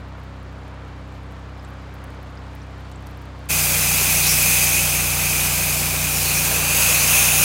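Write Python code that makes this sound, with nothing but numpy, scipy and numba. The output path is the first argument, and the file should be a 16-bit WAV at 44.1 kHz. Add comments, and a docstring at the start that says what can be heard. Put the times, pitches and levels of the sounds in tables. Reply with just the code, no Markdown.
"""Beside a house, water drips from the wet siding while a petrol pressure washer runs some way off.
Each drop lands with a splat or a plink, and the one-cylinder engine thumps and rattles. When the trigger
is pulled, the pump loads the engine, which slows and thumps harder. The jet hisses close by, and its
churning flow makes the nozzle ring. The fan of water sweeps along the wall and sizzles over its edges."""
import sys
import numpy as np
from scipy import signal
from scipy.fft import rfft, irfft
from scipy.io import wavfile
from scipy.ndimage import uniform_filter1d, map_coordinates
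from numba import njit

SR = 44100
rng = np.random.default_rng(int(sys.argv[2]) if len(sys.argv) > 2 else 0)


def transcribe(u):
    """Save the signal u as a 16-bit wav file named by the first command-line argument.

    u: samples, shape (n,) or (channels, n), limited to [-1, 1]; the rate is SR.
    q: integer samples, one column per channel.
    """
    v = np.clip(np.atleast_2d(u).T, -1, 1)
    q = np.round(v * 32767).astype(np.int16)
    wavfile.write(sys.argv[1], SR, q)


N = 328104
TIME = np.arange(N) / SR

# the wand sweeps nearer and farther: t/s, spray strength/dB, nozzle ring/dB (0 dB is the usual)
WAND_SWEEP = [(3.5, -0.1, -1.1), (4.1, 1.3, 0.1), (4.35, 2.1, 1.5), (4.63, 1.5, 1.5), (5.08, -2.4, -1.6),
              (5.4, -1.4, -1.2), (5.8, -1.7, -2.8), (5.98, -3.5, -3.5), (6.17, -1.7, -3), (6.38, -0.5, 1.5),
              (6.54, -0.9, 0.5), (6.66, -2.5, 0.2), (6.8, 2, 5.5), (6.9, 2.5, 5), (7.02, 0.9, 1.5),
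              (7.17, 3.5, 4.5), (7.35, 2, 3), (7.44, 4.5, 5.1)]
# the pitches at which the nozzle rings: multiple of the lowest, width/Hz, relative level/dB
NOZZLE_RINGS = [(1, 375, 0), (2.535, 720, -6.2), (3.92, 1050, -8.5)]
# tone colours of the water's low rush, its hiss and its fine mist: f/Hz, relative level/dB
RUSH_COLOUR = [(25, -18), (60, -6), (110, -2.5), (190, 2), (330, -3.5), (520, 1.5), (900, 0.5), (1600, 0.5),
               (2200, -7), (4000, -3.5), (16000, -34)]
HISS_COLOUR = [(1200, -40), (2050, -1.5), (3100, -4.5), (4100, -6.5), (4900, -1.5), (5500, -3.5), (7000, 0),
               (8400, 0), (10000, -1.5), (12000, -7.5), (16000, -25)]
MIST_COLOUR = [(5000, -41), (8500, -9.5), (11000, -0.5), (12200, 1.5), (13400, 0), (14600, 3.5),
               (16000, -2.5)]
# the jet sings over an edge or hollow of the wall: t/s, length/s, start f/Hz, end f/Hz, width/Hz, level/dB
WALL_EDGES = [(4.19, .14, 3700, 4300, 850, -28), (4.24, .12, 5750, 5450, 750, -22),
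              (6.10, .16, 6000, 4600, 600, -33), (6.21, .18, 4350, 4200, 600, -30.5),
              (6.32, .11, 5900, 5700, 800, -29), (6.92, .15, 3700, 4700, 800, -30.5),
              (6.96, .11, 5800, 5950, 800, -29)]
# the exhaust note, running free and under load: multiple of the cycle rate, relative level/dB
FREE_HARMONICS = [(1, -27), (2, 0.5), (3, -3.5), (4, -5.5), (5, -19), (6, -11.5), (7, -29), (8, -14.5),
                  (9, -12.5), (10, -25), (11, -24), (12, -24), (13, -48)]
LOADED_HARMONICS = [(1, -31), (2, 0), (3, -0.5), (4, -8), (5, 0.5), (6, -11), (7, -30), (8, -14.5),
                    (9, -14.5), (10, -21), (11, -19.5), (12, -17), (21, -18), (26, -11), (27, -23)]
# tone colours of the engine's low clatter and bright rattle: f/Hz, relative level/dB
CLATTER_COLOUR = [(25, -18), (55, -15), (90, -7), (200, 0), (340, -5.5), (480, 0.5), (800, -1.5),
                  (1100, -2), (1600, -6), (2300, -12), (4000, -22.5), (16000, -69)]
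RATTLE_COLOUR = [(1000, -20), (2200, -4), (3000, 0), (4600, -3), (5600, -8), (7000, -9.5), (9000, -17.5),
                 (12000, -24.5), (16000, -27)]
# the loudest drips: t/s, peak level/dB, f/Hz, width/Hz
LOUD_DRIPS = [(.680, -44, 10000, 10000), (1.323, -47, 11900, 10000), (1.595, -43, 4990, 600),
              (1.648, -43, 7700, 1400), (1.941, -40, 14000, 9000), (2.041, -35, 10000, 13000),
              (2.229, -40, 13500, 9000), (2.374, -40, 4930, 500), (2.551, -39, 12500, 10000),
              (2.618, -41, 5670, 900), (2.916, -36, 4800, 9000), (2.923, -43, 7350, 1500),
              (2.958, -43, 7650, 800), (3.070, -33.5, 8000, 11000), (3.110, -44, 12300, 3500),
              (3.219, -44, 12000, 12000)]

TRIGGER_S, OPEN_S = 3.486, .021  # when the valve opens, and how long that takes
SIDING_S, CLIMB_S = 6.29, .23  # when the jet climbs from concrete footing to siding, and for how long
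FREE_HZ, LOADED_HZ, SLOWING_S = 32.2, 30.15, .045  # engine cycles a second, and the time to settle


def jet():
    """Water rushes and hisses on the wall, following the wand; the hollow siding drums louder."""
    strength_db, ring_db = along(WAND_SWEEP)
    on_siding = np.clip((TIME - SIDING_S) / CLIMB_S, 0, 1)
    ringing = nozzle(strength_db, ring_db, on_siding)
    rush = colour(spray(flutter_db=.53, grain_db=.5), RUSH_COLOUR)
    rush *= undb(-30 + .3 * strength_db + 2.4 * on_siding)
    hiss = colour(spray(flutter_db=.5, grain_db=.5), HISS_COLOUR)
    hiss *= undb(-22.5 + .99 * strength_db - .05 * on_siding)
    mist = colour(spray(flutter_db=.35, grain_db=3), MIST_COLOUR)
    mist *= undb(-22 + 1.05 * strength_db)
    return ringing + rush + wall_echo(hiss + mist, share=.17 + .08 * on_siding)


def nozzle(strength_db, ring_db, on_siding, rest_hz=2488):
    """Churning water rings the nozzle; a stronger jet lifts the pitch and favours the upper rings."""
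    lowest_hz = (rest_hz + 3.5 * strength_db + 45 * on_siding) * (1 + .0062 * wander(20))
    flow = spray(flutter_db=.83, grain_db=1.5)
    out = 0
    for ratio, width, db in NOZZLE_RINGS:
        boost_db = .43 * strength_db if ratio > 1 else 0
        out += undb(db + boost_db) * ring(flow, ratio * lowest_hz, width)
    return unit(out) * undb(-24.5 + ring_db + .97 * wander(12))


def spray(flutter_db, grain_db):
    """A thick hail of droplets, large and small, flutters as the jet breaks up."""
    return rng.standard_normal(N) * undb(flutter_db * wander(110) + grain_db * np.tanh(wander(2500)))


def wall_echo(sound, share, usual_lag_s=.000502):
    """The wall's echo follows closely; its lag changes as the wand sways, so the hiss swirls."""
    lag_s = usual_lag_s * np.exp(.29 * wander(4))
    echo = map_coordinates(sound, [(TIME - lag_s) * SR], mode="nearest")
    return (sound + share * echo) / np.sqrt(1 + share ** 2)


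def edges():
    """A short, gliding ring swells and fades as the fan of water crosses an edge."""
    out = np.zeros(N)
    for start_s, length_s, start_hz, end_hz, width, db in WALL_EDGES:
        start, n = int(start_s * SR), int(length_s * SR)
        swish = ring(rng.standard_normal(SR)[:n], np.geomspace(start_hz, end_hz, n), width)
        out[start:start + n] += unit(swish) * np.hanning(n) * undb(db)
    return out


def engine(load):
    """One cylinder thumps, clatters and faintly whines; under load the pump's drone joins in."""
    cycle_hz = LOADED_HZ + (FREE_HZ - LOADED_HZ) * np.exp(-np.maximum(TIME - TRIGGER_S, 0) / SLOWING_S)
    cycles = np.cumsum(cycle_hz * (1 + .00296 * wander(25) + .001204 * wander(2))) / SR
    free = exhaust(cycles, FREE_HARMONICS, smear=-.85, rough=.03) * undb(-35.5)
    loaded = exhaust(cycles, LOADED_HARMONICS, smear=-1.3, rough=.038) * undb(-28.5)
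    pump = tone(hz=175.7, db=-41.5, waver=.00648)
    whine = tone(hz=2330, db=-66, waver=.01) * undb(2 * wander(5.6))
    clatter = colour(knocks(cycles, depth=.032), CLATTER_COLOUR)
    clatter *= undb(-43 + .35 * wander(6.03))  # wavers with the engine's effort
    rattle_db = -58 + .77 * np.minimum(TIME, TRIGGER_S) + .5 * wander(20)  # grows until the trigger
    rattle = colour(knocks(cycles, depth=.083), RATTLE_COLOUR) * undb(rattle_db)
    return (1 - load) * free + load * (loaded + pump) + whine + clatter + rattle


def exhaust(cycles, harmonics, smear, rough):
    """The firings make a low note; the muffler delays its higher parts, and no two firings are alike."""
    note = 0
    for k, db in harmonics:
        wave = np.cos(2 * np.pi * k * cycles + smear * k * (k - 2))
        note -= undb(db) * wave * (1 + rough * np.sqrt(k) * wander(14))
    return unit(note)


def knocks(cycles, depth):
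    """Noise swells with each turn of the crank, twice a cycle, and most on the firing stroke."""
    swell = np.cos(4 * np.pi * cycles) + .5 * np.cos(2 * np.pi * cycles)
    return rng.standard_normal(N) * (1 + depth * swell)


def drips(splat_s=.0008, tail_s=.0073, tail_db=-18):
    """Each drop is a short splat, or a plink if it rings at one pitch; the wall scatters a faint tail."""
    out, t = np.zeros(N), np.arange(SR // 20) / SR
    fade = np.exp(-t / splat_s) + undb(tail_db) * np.exp(-t / tail_s)
    for start_s, db, hz, width in LOUD_DRIPS + soft_drips():
        drop = ring(rng.standard_normal(len(t)) * fade, hz, width)
        start = int(start_s * SR)
        out[start:start + len(t)] += drop * undb(db) / np.abs(drop).max()
    return out


def soft_drips(per_s=14, spread_db=3, low_hz=6000, high_hz=13400, width_hz=5500):
    """Softer drops fall at random until the spray would drown them; gives rows like LOUD_DRIPS."""
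    when, size, pitch, width = rng.random((200, 4))[:int(per_s * TRIGGER_S)].T
    start_s = when * TRIGGER_S
    db = -52.5 + start_s + spread_db * (2 * size - 1)  # up 1 dB a second as the wall comes nearer
    return list(zip(start_s, db, low_hz + pitch * (high_hz - low_hz), width_hz * (.5 + width)))


def patter(per_s=20, spread_db=9, fade_s=.0025, level_db=-75.5):
    """Countless tiny drops tick on grass and siding, each surface with its own pitch."""
    out = 0
    for hz in np.geomspace(6500, 13500, 5):
        hits = (rng.random(N) < per_s / SR) * undb(spread_db * np.tanh(rng.standard_normal(N)))
        fades = signal.lfilter([1], [1, -np.exp(-1 / (fade_s * SR))], hits + 1e-18)
        out += ring(fades * rng.standard_normal(N), hz, hz / 2) / np.sqrt(hz)
    return unit(out) * undb(level_db)


def tone(hz, db, waver):
    """A pure tone whose pitch wavers a little."""
    return np.sqrt(2) * undb(db) * np.sin(2 * np.pi * np.cumsum(hz * (1 + waver * wander(10))) / SR)


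def ring(x, hz, width):
    """Make a sound ring near one pitch; filtering twice shuts out more of the rest."""
    centre = hz * np.ones(len(x))
    return resonate(resonate(x, centre, float(width)), centre, float(width))


@njit
def resonate(x, hz, width):
    """Let through a band around a pitch that may move; the middle of the band keeps its level."""
    y, band, low = np.empty(len(x)), 0., 0.
    for i in range(len(x)):
        tuning = np.tan(np.pi * min(hz[i], .45 * SR) / SR)
        damping = np.pi * width / SR * (1 + tuning * tuning) / tuning
        swing = (band + tuning * (x[i] - low)) / (1 + tuning * (tuning + damping))
        band, low = 2 * swing - band, low + 2 * tuning * swing
        y[i] = damping * swing
    return y


def colour(x, spectrum):
    """Shape a sound's lows and highs by a tone colour table, then bring its level to one."""
    hz, db = np.transpose(spectrum)
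    bins_hz = np.maximum(np.arange(N // 2 + 1) * SR / N, 1)
    gain = undb(np.interp(np.log(bins_hz), np.log(hz), db))
    return unit(irfft(rfft(x) * gain, N))


def wander(per_s):
    """A smooth random wobble of typical size one, changing about per_s times a second."""
    hold = max(int(SR / per_s), 2)
    steps = np.repeat(rng.standard_normal(N)[:N // hold + 1], hold)
    return unit(uniform_filter1d(steps, hold)[:N])


def along(table):
    """Join a table's timed points with straight lines, one curve for each column after the time."""
    times, *columns = np.transpose(table)
    return [np.interp(TIME, times, column) for column in columns]


def undb(db):
    """Turn decibels into a number to multiply by."""
    return 10 ** (np.asarray(db) / 20)


def unit(x):
    """Bring the average level (rms) to one."""
    return x / np.sqrt(np.mean(x ** 2))


def scene():
    """The trigger opens the jet and loads the engine at once; left and right are the same."""
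    valve = np.clip((TIME - TRIGGER_S) / OPEN_S, 0, 1)
    mono = engine(valve) + drips() + patter() + valve * jet() + edges()
    return np.array([mono, mono])


def record(dry, top_hz=15800):
    """Cut off the very highest treble steeply."""
    return signal.sosfilt(signal.ellip(12, .1, 90, top_hz, fs=SR, output="sos"), dry)


dry = scene()
out = record(dry)
transcribe(out)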